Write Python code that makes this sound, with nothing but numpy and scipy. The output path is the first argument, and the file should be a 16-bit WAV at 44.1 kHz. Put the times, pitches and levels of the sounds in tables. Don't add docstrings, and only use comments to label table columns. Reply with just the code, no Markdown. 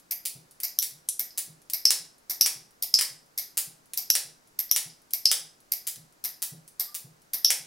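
import sys
import numpy as np
from scipy import signal
from scipy.fft import rfft, irfft
from scipy.io import wavfile
from scipy.ndimage import uniform_filter1d, minimum_filter1d

SR = 44100
rng = np.random.default_rng(int(sys.argv[2]) if len(sys.argv) > 2 else 0)


def wav_out(sig):
    wavfile.write(sys.argv[1], SR, np.round(np.clip(np.atleast_2d(sig).T, -1, 1) * 32767).astype(np.int16))


N = 337806

# start [s], how openly the tick faces the microphone [dB]
TICK_TIMES = [(0.1121, -2), (0.635, -3.5), (1.1955, -0.5), (1.736, 1), (2.2999, -6), (2.826, -0.5),
              (3.3792, -6), (3.9758, -0.5), (4.592, 1.5), (5.1359, 3.5), (5.7213, 3.5), (6.2427, -27),
              (6.7988, -3), (7.3362, -2.5)]
# start [s], strength [dB], pitch of the spring [Hz],
# level of the low thump as the microphone overloads [dB]
LOCK_SNAPS = [(0.7884, 3, 5660, -62), (1.0888, -10, 5900, -49), (1.8541, 15, 5286, -21),
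              (2.4107, 13, 5580, -8), (2.941, 15.5, 5090, -29), (4.1019, 10, 5580, -8.5),
              (4.7133, 8, 5630, -17.5), (5.2562, 14, 5070, -24), (7.447, 14, 5485, -16)]
# start [s], strength [dB], level of the arm's bump that follows [dB]
JAW_CLACKS = [(0.2581, -0.5, -47), (0.827, 0.5, -55.5), (1.3809, 0.5, -47.5), (1.9056, 6.5, -56),
              (2.4612, 3.5, -53), (3.0108, 2.5, -54.5), (3.5769, 4.5, -51), (4.1527, 4.5, -56),
              (4.7622, 4, -49.5), (5.3147, 6.5, -58), (5.8741, -0.5, -48.5), (6.4254, 1, -42),
              (6.9495, -4.5, -47.5), (7.5044, 6, -54.5)]
# pitch [Hz], level [dB], time to fade by 60 dB [s]
BODY_MODES = [(1970, -49.5, 0.069), (2183, -45.5, 0.041), (4800, -44.5, 0.042), (4980, -41, 0.085),
              (9670, -40, 0.084), (12100, -33.5, 0.076), (12050, -37.5, 0.13), (13000, -34.5, 0.08)]


def catch():
    # frequency [Hz], level [dB per Hz]
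    tick_colour = [(150, -27), (500, -32), (730, -19.5), (1350, -26.5), (2150, -15), (3000, -19.5),
                   (4300, -10.5), (5200, -4), (6800, -12), (8500, -14), (9600, -6.5), (11200, -7),
                   (12600, 4.5), (16000, -13)]
    tick_db, slide_db, chatter_db = 1.0, -4, -8.5
    slide_s = .004
    sound, direct = np.zeros(N), np.zeros(N)
    for start_s, open_db in TICK_TIMES:
        ring = from_db(-1.0) * ringing(BODY_MODES)
        tick = from_db(tick_db) * (contact(tick_colour, grit_t60=0.0034) + ring)
        add(sound, start_s, tick)
        add(direct, start_s, from_db(open_db) * tick)
        add(direct, start_s - slide_s, from_db(slide_db) * slide(tick_colour, slide_s))
        for delay_s in rng.uniform(.006, .018, size=4):
            add(direct, start_s + delay_s, from_db(chatter_db) * contact(tick_colour, grit_t60=0.0041))
    treble = signal.butter(1, 3500, "high", fs=SR, output="sos")
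    beamed = signal.sosfilt(treble, direct)
    return left_and_right(beamed) + room(sound, wet_db=0.5, swell_s=0.0046)


def lock():
    # frequency [Hz], level [dB per Hz]
    crack_colour = [(150, -26.5), (1400, -31.5), (2700, -15), (4000, -3), (7000, -15.5), (8800, -10.5),
                    (10500, 5), (12600, 12.5), (13700, 6.5), (16000, -13.5)]
    # frequency [Hz], level [dB per Hz]
    housing_colour = [(300, -19), (1500, -21.5), (2200, -7), (2700, -2), (3900, -1.5), (4600, -1.5),
                      (7000, -4), (12000, 1), (16000, -20.5)]
    edge_hz, full_crack_db, crack_db_per_hz = 5689, 5, .062
    slide_s = .003
    out = np.zeros(N)
    for start_s, strength_db, pitch_hz, thump_db in LOCK_SNAPS:
        crack_db = full_crack_db - crack_db_per_hz * max(edge_hz - pitch_hz, 0)
        crack = from_db(crack_db) * contact(crack_colour, grit_t60=0.0077)
        jolt = from_db(-12.5) * contact(housing_colour, grit_t60=0.0031)
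        add(out, start_s - slide_s, from_db(strength_db - 20.5) * slide(crack_colour, slide_s))
        add(out, start_s, from_db(strength_db) * (ping(pitch_hz) + crack + jolt))
    return left_and_right(out) + room(out, wet_db=-4, swell_s=0.0047)


def ping(pitch_hz):
    # multiple of its pitch [ratio], level [dB], time to fade by 60 dB [s]
    spring_modes = [(0.54, -25.5, 0.0086), (.73, -14, 0.0089), (0.919, -2.5, 0.011), (1.0, 16, 0.0064),
                    (1.05, -3, 0.009)]
    swing_up_s = .0035
    spring = ringing([(ratio * pitch_hz, level_db, t60) for ratio, level_db, t60 in spring_modes])
    return unit_energy(spring * (1 - dying(seconds(), swing_up_s)))


def jaw():
    thrown = body_colour(body_db=12, edge_db=-0.5)
    eased = body_colour(body_db=3.0, edge_db=5.0)
    throw_within_s, throw_above_db = .1, 6
    graze_lead_s, graze_db = .005, -6
    out = np.zeros(N)
    for start_s, strength_db, bump_db in JAW_CLACKS:
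        is_thrown = any(0 < start_s - snap_s < throw_within_s and snap_db > throw_above_db
                        for snap_s, snap_db, pitch_hz, thump_db in LOCK_SNAPS)
        if is_thrown:
            add(out, start_s, from_db(strength_db) * clack(thrown))
        else:
            add(out, start_s - graze_lead_s, from_db(strength_db + graze_db) * clack(eased))
            add(out, start_s, from_db(strength_db) * clack(eased))
    return left_and_right(out) + room(out, wet_db=2.0, swell_s=0.0045)


def clack(colour):
    return contact(colour, grit_t60=0.012) + from_db(-7.0) * ringing(BODY_MODES)


def body_colour(body_db, edge_db):
    # frequency [Hz], level [dB per Hz]
    clack_colour = [(150, -33.5), (400, -27.5), (700, -20), (1300, -22), (2000, -11), (2800, -9.5),
                    (4000, -4), (5400, -1.5), (6600, -1.5), (8800, 2), (10300, 6), (12200, -2.5),
                    (14700, -3), (16000, -2)]
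    body_hz, edge_hz = 3500, 11800
    hz, level_db = np.transpose(clack_colour)
    body = body_db / (1 + (hz / body_hz) ** 2)
    edge = edge_db / (1 + (edge_hz / hz) ** 20)
    return list(zip(hz, level_db + body + edge))


def handle():
    # pitch [Hz], level [dB], time to fade by 60 dB [s]
    handle_modes = [(466, -9, .05), (735, -4, .05), (751.5, -1, .07)]
    lag_s, with_tick_db, with_clack_db = 0.012, -48.5, -54.5
    blows = [(start_s + lag_s, with_tick_db) for start_s, open_db in TICK_TIMES]
    blows += [(start_s, strength_db + with_clack_db) for start_s, strength_db, bump_db in JAW_CLACKS]
    out, swell = np.zeros(N), 1 - dying(seconds(), 0.043)
    for start_s, level_db in blows:
        add(out, start_s, from_db(level_db) * ringing(handle_modes) * swell)
    return left_and_right(out) + room(out, wet_db=-4.0, swell_s=0.004)


def linkage():
    # start [s], strength [dB], weight of the body [dB], hard edge [dB]
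    loose_taps = [(0.5103, -29.5, -11, -6), (0.602, -10, 4, 7), (1.0876, -1, -37, -18),
                  (1.6995, -8.5, -0.5, 3), (2.9891, 0, 8.5, -10), (3.935, -8.5, 5.5, 3.5),
                  (5.1075, -22.5, 2, -0.5), (5.959, -22, 15, 0), (6.678, -24, -6, -2)]
    # start [s], strength [dB]
    spring_tings = [(1.3064, -24.5), (4.694, -22), (4.8995, -26.5), (6.343, -30)]
    slack_hz = 5080
    play_lead_s, play_db, play_spread_db = .118, -37.0, 2.5
    play = [(start_s - play_lead_s, play_db + play_spread_db * rng.standard_normal(), 0, 0)
            for start_s, open_db in TICK_TIMES]
    out = np.zeros(N)
    for start_s, strength_db, body_db, edge_db in loose_taps + play:
        tap = contact(body_colour(body_db, edge_db), grit_t60=0.0081)
        add(out, start_s, from_db(strength_db) * tap)
    for start_s, strength_db in spring_tings:
        add(out, start_s, from_db(strength_db) * ping(slack_hz))
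    return left_and_right(out) + room(out, wet_db=3, swell_s=0.00066)


def pivot():
    start_s, length_s, level_db = 6.82, .16, -61.5
    first_hz, last_hz, waver_hz = 1160, 1227, 18
    along = np.minimum(seconds(size=12000) / length_s, 1)
    waver = uniform_filter1d(rng.standard_normal(len(along)), size=300)
    hz = first_hz + (last_hz - first_hz) * along ** 2 + waver_hz * waver / waver.std()
    note = np.sin(2 * np.pi * np.cumsum(hz) / SR)
    out = np.zeros(N)
    add(out, start_s, from_db(level_db) * np.sin(np.pi * along) * note)
    return left_and_right(out) + room(out, wet_db=0.5, swell_s=0.0045)


def frame():
    # pitch [Hz], level [dB], time to fade by 60 dB [s]
    frame_modes = [(140.9, 14, 0.092), (131, -8, 0.35), (159.8, 0, 0.33), (346, -9, 0.21),
                   (484, -21.5, 0.13), (710, -17.5, 0.17)]
    # frequency [Hz], level [dB per Hz]
    flutter_colour = [(40, -31.0), (100, -1.0), (150, 6.5), (220, -4), (600, -12), (2000, -41.0)]
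    bump_delay_s = .091
    out, t = np.zeros(N), seconds()
    swell = (1 - dying(t, 0.093)) ** 2
    for start_s, strength_db, bump_db in JAW_CLACKS:
        flutter = coloured(rng.standard_normal(len(t)), flutter_colour)
        hum = ringing(frame_modes) + from_db(21.5) * flutter * dying(t, 0.14)
        add(out, start_s + bump_delay_s, from_db(bump_db) * hum * swell)
    return out + room(out, wet_db=-10, swell_s=0.039)


def microphone_overload():
    # frequency [Hz], level [dB per Hz]
    thump_colour = [(30, -23.5), (150, -1.5), (400, 6.5), (1300, 6), (2500, -2.5), (6000, -18)]
    out, t = np.zeros((2, N)), seconds()
    for start_s, strength_db, pitch_hz, thump_db in LOCK_SNAPS:
        noise, hz = diffuse(len(t))
        bursts = irfft(noise) * dying(t, 0.0048)
        for side, burst in zip(out, bursts):
            add(side, start_s + 0.00071, from_db(thump_db) * unit_energy(coloured(burst, thump_colour)))
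    return out


def room(x, wet_db, swell_s):
    # delay [s], level [dB]
    early_echoes = [(.0013, -21.5), (.0042, -17.5), (.0065, -17), (.0079, -20), (0.0125, -19.5),
                    (0.0194, -22.5)]
    # frequency [Hz], time to fade by 60 dB [s]
    room_decay = [(150, 0.21), (400, 0.61), (1060, 0.38), (2800, 0.33), (5500, 0.34), (10000, 0.29),
                  (15000, 0.23)]
    t = seconds(size=24000)
    noise, hz = diffuse(len(t))
    centres = [centre_hz for centre_hz, t60 in room_decay]
    tail = 0
    for share, (centre_hz, t60) in zip(np.eye(len(centres)), room_decay):
        band = irfft(noise * at_hz(list(zip(centres, share)), hz))
        tail = tail + band * dying(t, t60)
    early = 1 + 1.5 * dying(t, 0.04)
    swell = 1 - np.exp(-(t / swell_s) ** 2)
    response = from_db(wet_db) * unit_energy(tail * early * swell)
    for delay_s, level_db in early_echoes:
        for side in response:
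            shift_samples = rng.normal(0, .13)
            side += from_db(level_db) * np.sinc((t - delay_s) * SR - shift_samples)
    return signal.fftconvolve(x[None], response, axes=-1)[:, :N]


def room_tone():
    # frequency [Hz], level [dB per Hz]
    floor_colour = [(25, 0.5), (60, -6.5), (140, 1), (300, 0.5), (700, -4), (1500, -8), (3300, -14.5),
                    (4900, -10), (6500, -11.5), (10000, -15), (16000, -19)]
    # frequency [Hz], level of the left-right difference against the middle [dB]
    floor_width = [(60, -6), (130, -5), (290, -4.5), (640, 1.5), (1410, 5.5), (3100, -1), (6820, -5.5),
                   (15000, -7.5)]
    floor_db = -64.5
    hz = np.fft.rfftfreq(N, 1 / SR)
    mid, side = rfft(rng.standard_normal((2, N))) * from_db(at_hz(floor_colour, hz))
    mid = irfft(mid, N)
    side = irfft(side * from_db(at_hz(floor_width, hz)), N)
    return from_db(floor_db) * (mid + side * [[1], [-1]]) / mid.std()


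def contact(colour, grit_t60):
    envelope = dying(seconds(), grit_t60)
    grit = rfft(rng.standard_normal(len(envelope)) * envelope)
    even = irfft(grit / (abs(grit) + 1e-12))
    return unit_energy(coloured(even * np.sqrt(envelope), colour))


def slide(colour, length_s):
    t = seconds()
    rub = rng.standard_normal(len(t)) * t * (t < length_s)
    return unit_energy(coloured(rub, colour))


def ringing(modes):
    t, out = seconds(), 0
    for pitch_hz, level_db, t60 in modes:
        chance_db = rng.uniform(-3, 3)
        out = out + from_db(level_db + chance_db) * np.sin(2 * np.pi * pitch_hz * t) * dying(t, t60)
    return out


def left_and_right(x):
    left_db, lead_samples = 1.1, .3
    half = np.array([[.5], [-.5]])
    return from_db(left_db * half) * (x + lead_samples * half * np.gradient(x))


def diffuse(size):
    # frequency [Hz], likeness [0-1]
    likeness = [(30, .55), (130, .94), (300, .55), (600, .38), (1200, .58), (2500, .9), (6000, .82),
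                (15000, .8)]
    hz = np.fft.rfftfreq(size, 1 / SR)
    alike = np.clip(at_hz(likeness, hz), 0, 1)
    mid, side = rfft(rng.standard_normal((2, size)))
    return np.sqrt(1 + alike) * mid + np.sqrt(1 - alike) * side * [[1], [-1]], hz


def coloured(x, colour):
    size = len(x)
    cepstrum = irfft(np.log(from_db(at_hz(colour, np.fft.rfftfreq(size, 1 / SR)))))
    cepstrum[1:size // 2] *= 2
    cepstrum[size // 2 + 1:] = 0
    return irfft(rfft(x) * np.exp(rfft(cepstrum)))


def from_db(db):
    return 10 ** (np.asarray(db) / 20)


def at_hz(points, hz):
    known_hz, values = np.transpose(points)
    return np.interp(np.log(np.maximum(hz, 1)), np.log(known_hz), values)


def unit_energy(x):
    return x / np.sqrt(np.sum(x ** 2, axis=-1, keepdims=True) + 1e-20)


def seconds(size=8192):
    return np.arange(size) / SR


def dying(t, t60):
    return np.exp(-np.log(1000) * t / t60)


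def add(track, start_s, sound):
    start = max(round(start_s * SR), 0)
    track[start:start + len(sound)] += sound[:max(N - start, 0)]


def scene():
    clamp = catch() + lock() + jaw() + handle() + linkage() + pivot() + frame()
    return clamp + microphone_overload() + room_tone()


def record(dry):
    low_pass = signal.ellip(10, .2, 95, 15800, fs=SR, output="sos")
    band = signal.sosfilt(low_pass, dry)
    allowed = 1 / np.maximum(abs(band).max(axis=0), 1)
    gain = uniform_filter1d(minimum_filter1d(allowed, size=45), size=45)
    last_low_pass = signal.cheby2(12, 70, 17500, fs=SR, output="sos")
    return signal.sosfilt(last_low_pass, band * gain)


dry = scene()
out = record(dry)
wav_out(out)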